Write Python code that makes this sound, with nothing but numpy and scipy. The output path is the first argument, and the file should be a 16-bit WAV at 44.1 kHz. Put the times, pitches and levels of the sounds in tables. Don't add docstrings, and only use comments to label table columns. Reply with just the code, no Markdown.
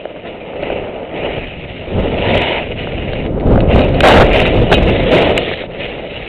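import sys
import numpy as np
from scipy import signal
from scipy.fft import rfft, irfft, next_fast_len
from scipy.io import wavfile
from scipy.ndimage import uniform_filter1d, map_coordinates

SR = 44100
rng = np.random.default_rng(int(sys.argv[2]) if len(sys.argv) > 2 else 0)


def wrap_up_sound(samples):
    columns = np.atleast_2d(samples).T
    tamed = np.clip(columns, -1, 1)
    steps = np.round(tamed * 32767).astype(np.int16)
    wavfile.write(sys.argv[1], SR, steps)


N = 276934


def amp(db):
    return 10 ** (np.asarray(db) / 20)


def unit(x):
    return x / np.sqrt(np.mean(x ** 2) + 1e-20)


def curve(rows):
    return np.interp(np.arange(N) / SR, *np.transpose(rows))


def wobble(rate):
    return map_coordinates(rng.standard_normal(int(N * rate / SR) + 4), [np.arange(N) * rate / SR])


def swell(start, length, attack_s, release_t60, arch_db):
    t = np.arange(N) / SR - start
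    arch = (2 * np.clip(t / length, 0, 1) - 1) ** 2
    release_db = 60 * np.maximum(t - length, 0) / release_t60
    return np.clip(t / attack_s, 0, 1) * amp(-arch_db * arch - release_db)


def filtered(x, response):
    size = next_fast_len(len(x) + 8192)
    return irfft(rfft(x, size) * response(np.fft.rfftfreq(size, 1 / SR)), size)[:len(x)]


def eq(x, points):
    f, db = np.transpose(points)
    return filtered(x, lambda hz: amp(np.interp(np.log(hz + 1), np.log(f), db)))


def noise(points):
    return unit(eq(rng.standard_normal(N), points))


def add(track, start, sound):
    part = track[round(start * SR):][:len(sound)]
    part += sound[:len(part)]


def crunch(rate, spread_db, share):
    fractures = (rng.random(N) < rate / SR) * rng.choice([-1, 1], N)
    sizes = amp(spread_db * np.clip(rng.standard_normal(N), -2, 2))
    return np.sqrt(share) * unit(fractures * sizes) + np.sqrt(1 - share) * rng.standard_normal(N)


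def swish(x, depth_db):
    spectrum = signal.stft(x, nperseg=512)[2]
    patches = uniform_filter1d(rng.standard_normal(spectrum.shape), size=4, axis=0)
    patches = uniform_filter1d(patches, size=6, axis=1)
    return signal.istft(spectrum * amp(depth_db * unit(patches)), nperseg=512)[1][:N]


# time in seconds, level of the packing snow in dB.
SKI_LOAD = [(0, -32), (.22, -31), (.6, -25), (.82, -23), (1.05, -26.5), (1.25, -18.5), (1.5, -32.5),
            (1.8, -30.5), (1.96, -19), (2.5, -18.5), (2.7, -28), (3.2, -25), (3.52, -12), (3.95, -18),
            (4.25, -12), (4.65, -18.5), (5.3, -16.5), (5.6, -26.5), (6.28, -28)]
# time in seconds, level in dB.
AIRSPEED = [(0, -47), (.42, -40.5), (.68, -30.5), (1.03, -42), (1.27, -30.5), (1.55, -33), (1.86, -31),
            (2.0, -22.5), (2.3, -19.5), (2.52, -32.5), (2.83, -25.5), (3.38, -19), (3.6, -14.5),
            (4.93, -15.5), (5.06, -19.5), (5.35, -20.5), (5.56, -33), (6.28, -34.5)]
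# start, length and attack in seconds,
# added packing in dB, added thrown snow in dB.
TURNS = [(0.246, 0.031, 0.0061, -29.5, -33), (0.572, 0.21, .05, -30, -33),
         (1.134, 0.35, 0.028, -29.5, -28.5), (2.135, .44, 0.21, -23.5, -18),
         (2.752, 0.066, 0.053, -36, -25.5), (3.698, 0.11, .012, -13.5, -21.5),
         (4.01, 0.16, 0.054, -13, -12.5), (4.289, .17, 0.044, -18.5, -17), (4.74, 0.43, 0.035, -23, -25.5),
         (5.062, 0.21, 0.1, -8.5, -18), (5.322, 0.27, .04, -28.5, -26), (5.769, 0.11, 0.04, -25.5, -25),
         (6.069, 0.37, .03, -39, -31)]
# start, length and lift-off time in seconds, dip of the hiss in dB.
AIRTIME = [(3.235, 0.22, 0.087, 18.5), (3.453, 0.22, 0.032, 12), (3.869, 0.08, .04, 4),
           (5.665, .035, .008, 13.5)]


def ski_envelopes(glide_db=-32, cruise_db=-25, hiss_growth=0.39, settle_t60=0.096, packing_dip=0.36):
    pack_power = amp(curve(SKI_LOAD)) ** 2
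    throw_power = amp(glide_db + hiss_growth * (curve(AIRSPEED) - cruise_db)) ** 2
    for start, length, attack_s, pack_db, throw_db in TURNS:
        edge = swell(start, length, attack_s, release_t60=0.5, arch_db=2.5)
        pack_power += (amp(pack_db) * edge) ** 2
        throw_power += (amp(throw_db) * edge) ** 2
    dip_db = sum(db * swell(start, length, lift_s, settle_t60, arch_db=0)
                 for start, length, lift_s, db in AIRTIME)
    return np.sqrt(pack_power) * amp(-packing_dip * dip_db), np.sqrt(throw_power) * amp(-dip_db)


# frequency in Hz, relative level in dB.
GROAN_EQ = [(60, -26), (170, -6.5), (300, -4), (430, -0.5), (550, 1.5), (660, -1.5), (800, -9), (1000, -16),
            (1120, -22.5), (1260, -18), (1600, -25), (2500, -36), (4000, -46.5)]
LIP_EQ = [(400, -23.5), (650, 9.5), (780, 0.5), (970, 5), (1100, -21), (2000, -30.5)]
SPRAY_EQ = [(500, -31.5), (1100, -17.5), (1300, -12.5), (1680, -8), (2000, 0), (2300, 0), (2520, 1),
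            (2720, 1), (2900, 2), (3220, -8.5), (3550, -13), (4300, -18)]
CRUST_EQ = [(800, -12.5), (1400, -15.5), (1550, -18), (1800, 0.5), (2200, -4), (3000, -0.5), (3500, 0.5),
            (4200, -4)]
# time in seconds, level against the spray in dB.
CRUST_MIX = [(0, -1), (.3, -13.5), (1.4, -15), (1.7, -3), (2.3, -1.5), (2.7, -7.5), (3.5, -7), (5.5, 3),
             (6.28, -5)]


def snow():
    pack, throw = ski_envelopes()
    lip = amp(-23.5) * swell(start=2.21, length=0.39, attack_s=0.029, release_t60=0.052, arch_db=-1.5)
    chatter = wobble(55)
    groan = eq(crunch(rate=700, spread_db=1.0, share=0.24), GROAN_EQ) * amp(1.9 * chatter)
    grind = eq(crunch(rate=470, spread_db=-3.0, share=0.66), LIP_EQ)
    spray = swish(eq(crunch(rate=1100, spread_db=5.5, share=0.6), SPRAY_EQ), depth_db=2.0)
    rasp = swish(eq(crunch(rate=400, spread_db=2.0, share=0.49), CRUST_EQ), depth_db=2.5)
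    hiss = (unit(spray) + amp(curve(CRUST_MIX)) * unit(rasp)) * amp(1.2 * chatter)
    return pack * unit(groan) + lip * unit(grind) + throw * hiss


# frequency in Hz, relative level in dB.
RUMBLE_EQ = [(10, -13), (30, -1), (60, -2.5), (110, -3.5), (160, -5), (300, -10), (550, -15), (1000, -45),
             (2000, -54.5), (4000, -52)]
FLUTTER_EQ = [(100, -0.5), (400, 8.5), (700, -0.5), (1100, -16.5), (2000, -36.5), (4000, -29.5)]
# start in seconds, length in seconds, strength in dB.
WIND_GUSTS = [(1.359, 0.051, -25.5), (1.904, 0.13, -18.5), (2.277, 0.17, -21), (3.442, 0.12, -8),
              (3.725, 0.055, -8.5), (4.128, 0.097, -6.5), (4.551, .08, -13.5), (4.711, 0.032, -13)]


def wind(gale_db=-10, flutter_db=-22, flutter_growth=1.7):
    gust_power = sum((amp(db) * swell(start, length, attack_s=0.018, release_t60=0.19, arch_db=3.5)) ** 2
                     for start, length, db in WIND_GUSTS)
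    eddies_db = 0.85 * wobble(24)
    buffet_db = 10 * np.log10(amp(curve(AIRSPEED)) ** 2 + gust_power) + eddies_db
    rumble = amp(buffet_db + 1.67) * noise(RUMBLE_EQ)
    flutter = amp(flutter_db + flutter_growth * (buffet_db - gale_db)) * noise(FLUTTER_EQ)
    return rumble + flutter


# centre in Hz, width in Hz, relative level in dB.
HELMET_MODES = [(367, 250, -3), (580, 101, 7), (745, 140, 0), (1560, 310, -10), (2560, 1300, -25.5)]


def helmet(x):
    return filtered(x, lambda f: sum(
        (-1) ** k * amp(db) * 1j * f * width / (centre ** 2 - f ** 2 + 1j * f * width)
        for k, (centre, width, db) in enumerate(HELMET_MODES)))


# start in seconds, peak level in dB, low-pass cutoff in Hz.
JOLTS = [(.054, -9, 3000), (.114, -20, 900), (.162, -19, 2500), (.534, -20, 900), (.628, -9, 2500),
         (.701, -7, 1200), (.872, -17, 600), (2.352, -3, 700), (2.872, -12, 3000), (3.133, -13, 4000),
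         (3.558, -3, 1200), (3.577, -2, 2000), (3.759, 3, 1000), (4.893, -3, 1500), (5.514, -9, 1500),
         (5.637, -14, 1500), (5.981, -15, 1000)]


def bumps(crumble_t60=0.01, crumble_gain=0.19):
    track, t = np.zeros(N), np.arange(SR // 10) / SR
    for start, db, cutoff_hz in JOLTS:
        jolt = crumble_gain * rng.standard_normal(len(t)) * amp(-60 * t / crumble_t60)
        jolt[0] += 2
        knock = filtered(helmet(jolt), lambda hz: 1 / (1 + 1j * hz / cutoff_hz))
        add(track, start, amp(db) * knock / np.abs(knock).max())
    return track


# start in seconds, peak of the crack in dB, ring against the crack in dB.
GEAR_HITS = [(.272, -22, -12), (.626, -19, -14), (3.134, -9, -18), (3.263, -18, -16), (3.399, -21, -14),
             (3.408, -20, -14), (3.605, -7, -18), (3.793, -4, -18), (3.818, -6, -18), (3.945, -10, -14),
             (4.006, 7, -24), (4.073, 3, -10), (4.085, 7, -12), (4.173, 2, -12), (4.455, 1, -14),
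             (4.728, 4, -14), (4.740, -5, 4), (5.378, 7, -24)]
# frequency in Hz, relative level in dB.
CRACK_EQ = [(200, -25), (600, -11), (1200, -5.5), (2000, 6), (2800, 7), (3900, -12), (4500, 12.5),
            (7000, -25)]
# pitch in Hz, relative level in dB, seconds to fade by 60 dB.
CASE_RING_MODES = [(2530, -1, .2), (2810, 0, .14), (3047, -2, .1), (3461, -4, .04), (3815, 2, .09),
                   (4188, 1, .07)]


def clacks(crack_t60=0.014):
    track, t = np.zeros(N), np.arange(SR // 4) / SR
    for start, db, ring_db in GEAR_HITS:
        crack = eq(rng.standard_normal(len(t)), CRACK_EQ) * amp(-60 * t / crack_t60)
        ring = np.zeros(len(t))
        for hz, mode_db, t60 in CASE_RING_MODES:
            decay = amp(mode_db + rng.normal(0, 1.8) - 60 * t / t60)
            ring += decay * np.sin(2 * np.pi * (hz * t + rng.random()))
        clack = crack / np.abs(crack).max() + amp(ring_db) * ring / np.abs(ring).max()
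        add(track, start, amp(db) * clack)
    return track


# start in seconds, hold in seconds, level in dB.
LANDINGS = [(4.033, .085, -0.5), (4.138, 0.046, -1.5), (4.199, 0.028, 0), (4.716, 0.018, -0.5),
            (5.154, 0.094, -25)]
# frequency in Hz, relative level in dB.
ROAR_EQ = [(150, -16.5), (350, 0), (520, 3.5), (740, 3.5), (1000, -10), (1600, -7), (2800, -25.5),
           (4000, -26)]


def slams(attack_s=0.0005, release_t60=0.041, thud_db=-10):
    force = sum(amp(db) * swell(start, hold, attack_s, release_t60, arch_db=0)
                for start, hold, db in LANDINGS)
    return force * (noise(ROAR_EQ) + amp(thud_db) * noise(RUMBLE_EQ))


def scene():
    return (wind() + snow() + bumps() + clacks() + slams())[None]


# frequency in Hz, gain in dB.
CASE_EQ = [(3750, 0.5), (4050, -5), (4350, -15), (4650, -42.5), (5100, -69.5)]
OUTPUT_EQ = [(3800, 0), (5200, -9), (9000, -4), (15000, -7.5)]


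def record(dry, ceiling=0.71, hardness=40, top_hz=15900):
    muffled = eq(dry[0], CASE_EQ)
    clipped = muffled / (1 + np.abs(muffled / ceiling) ** hardness) ** (1 / hardness)
    return filtered(eq(clipped, OUTPUT_EQ), lambda hz: hz < top_hz)[None]


dry = scene()
out = record(dry)
wrap_up_sound(out)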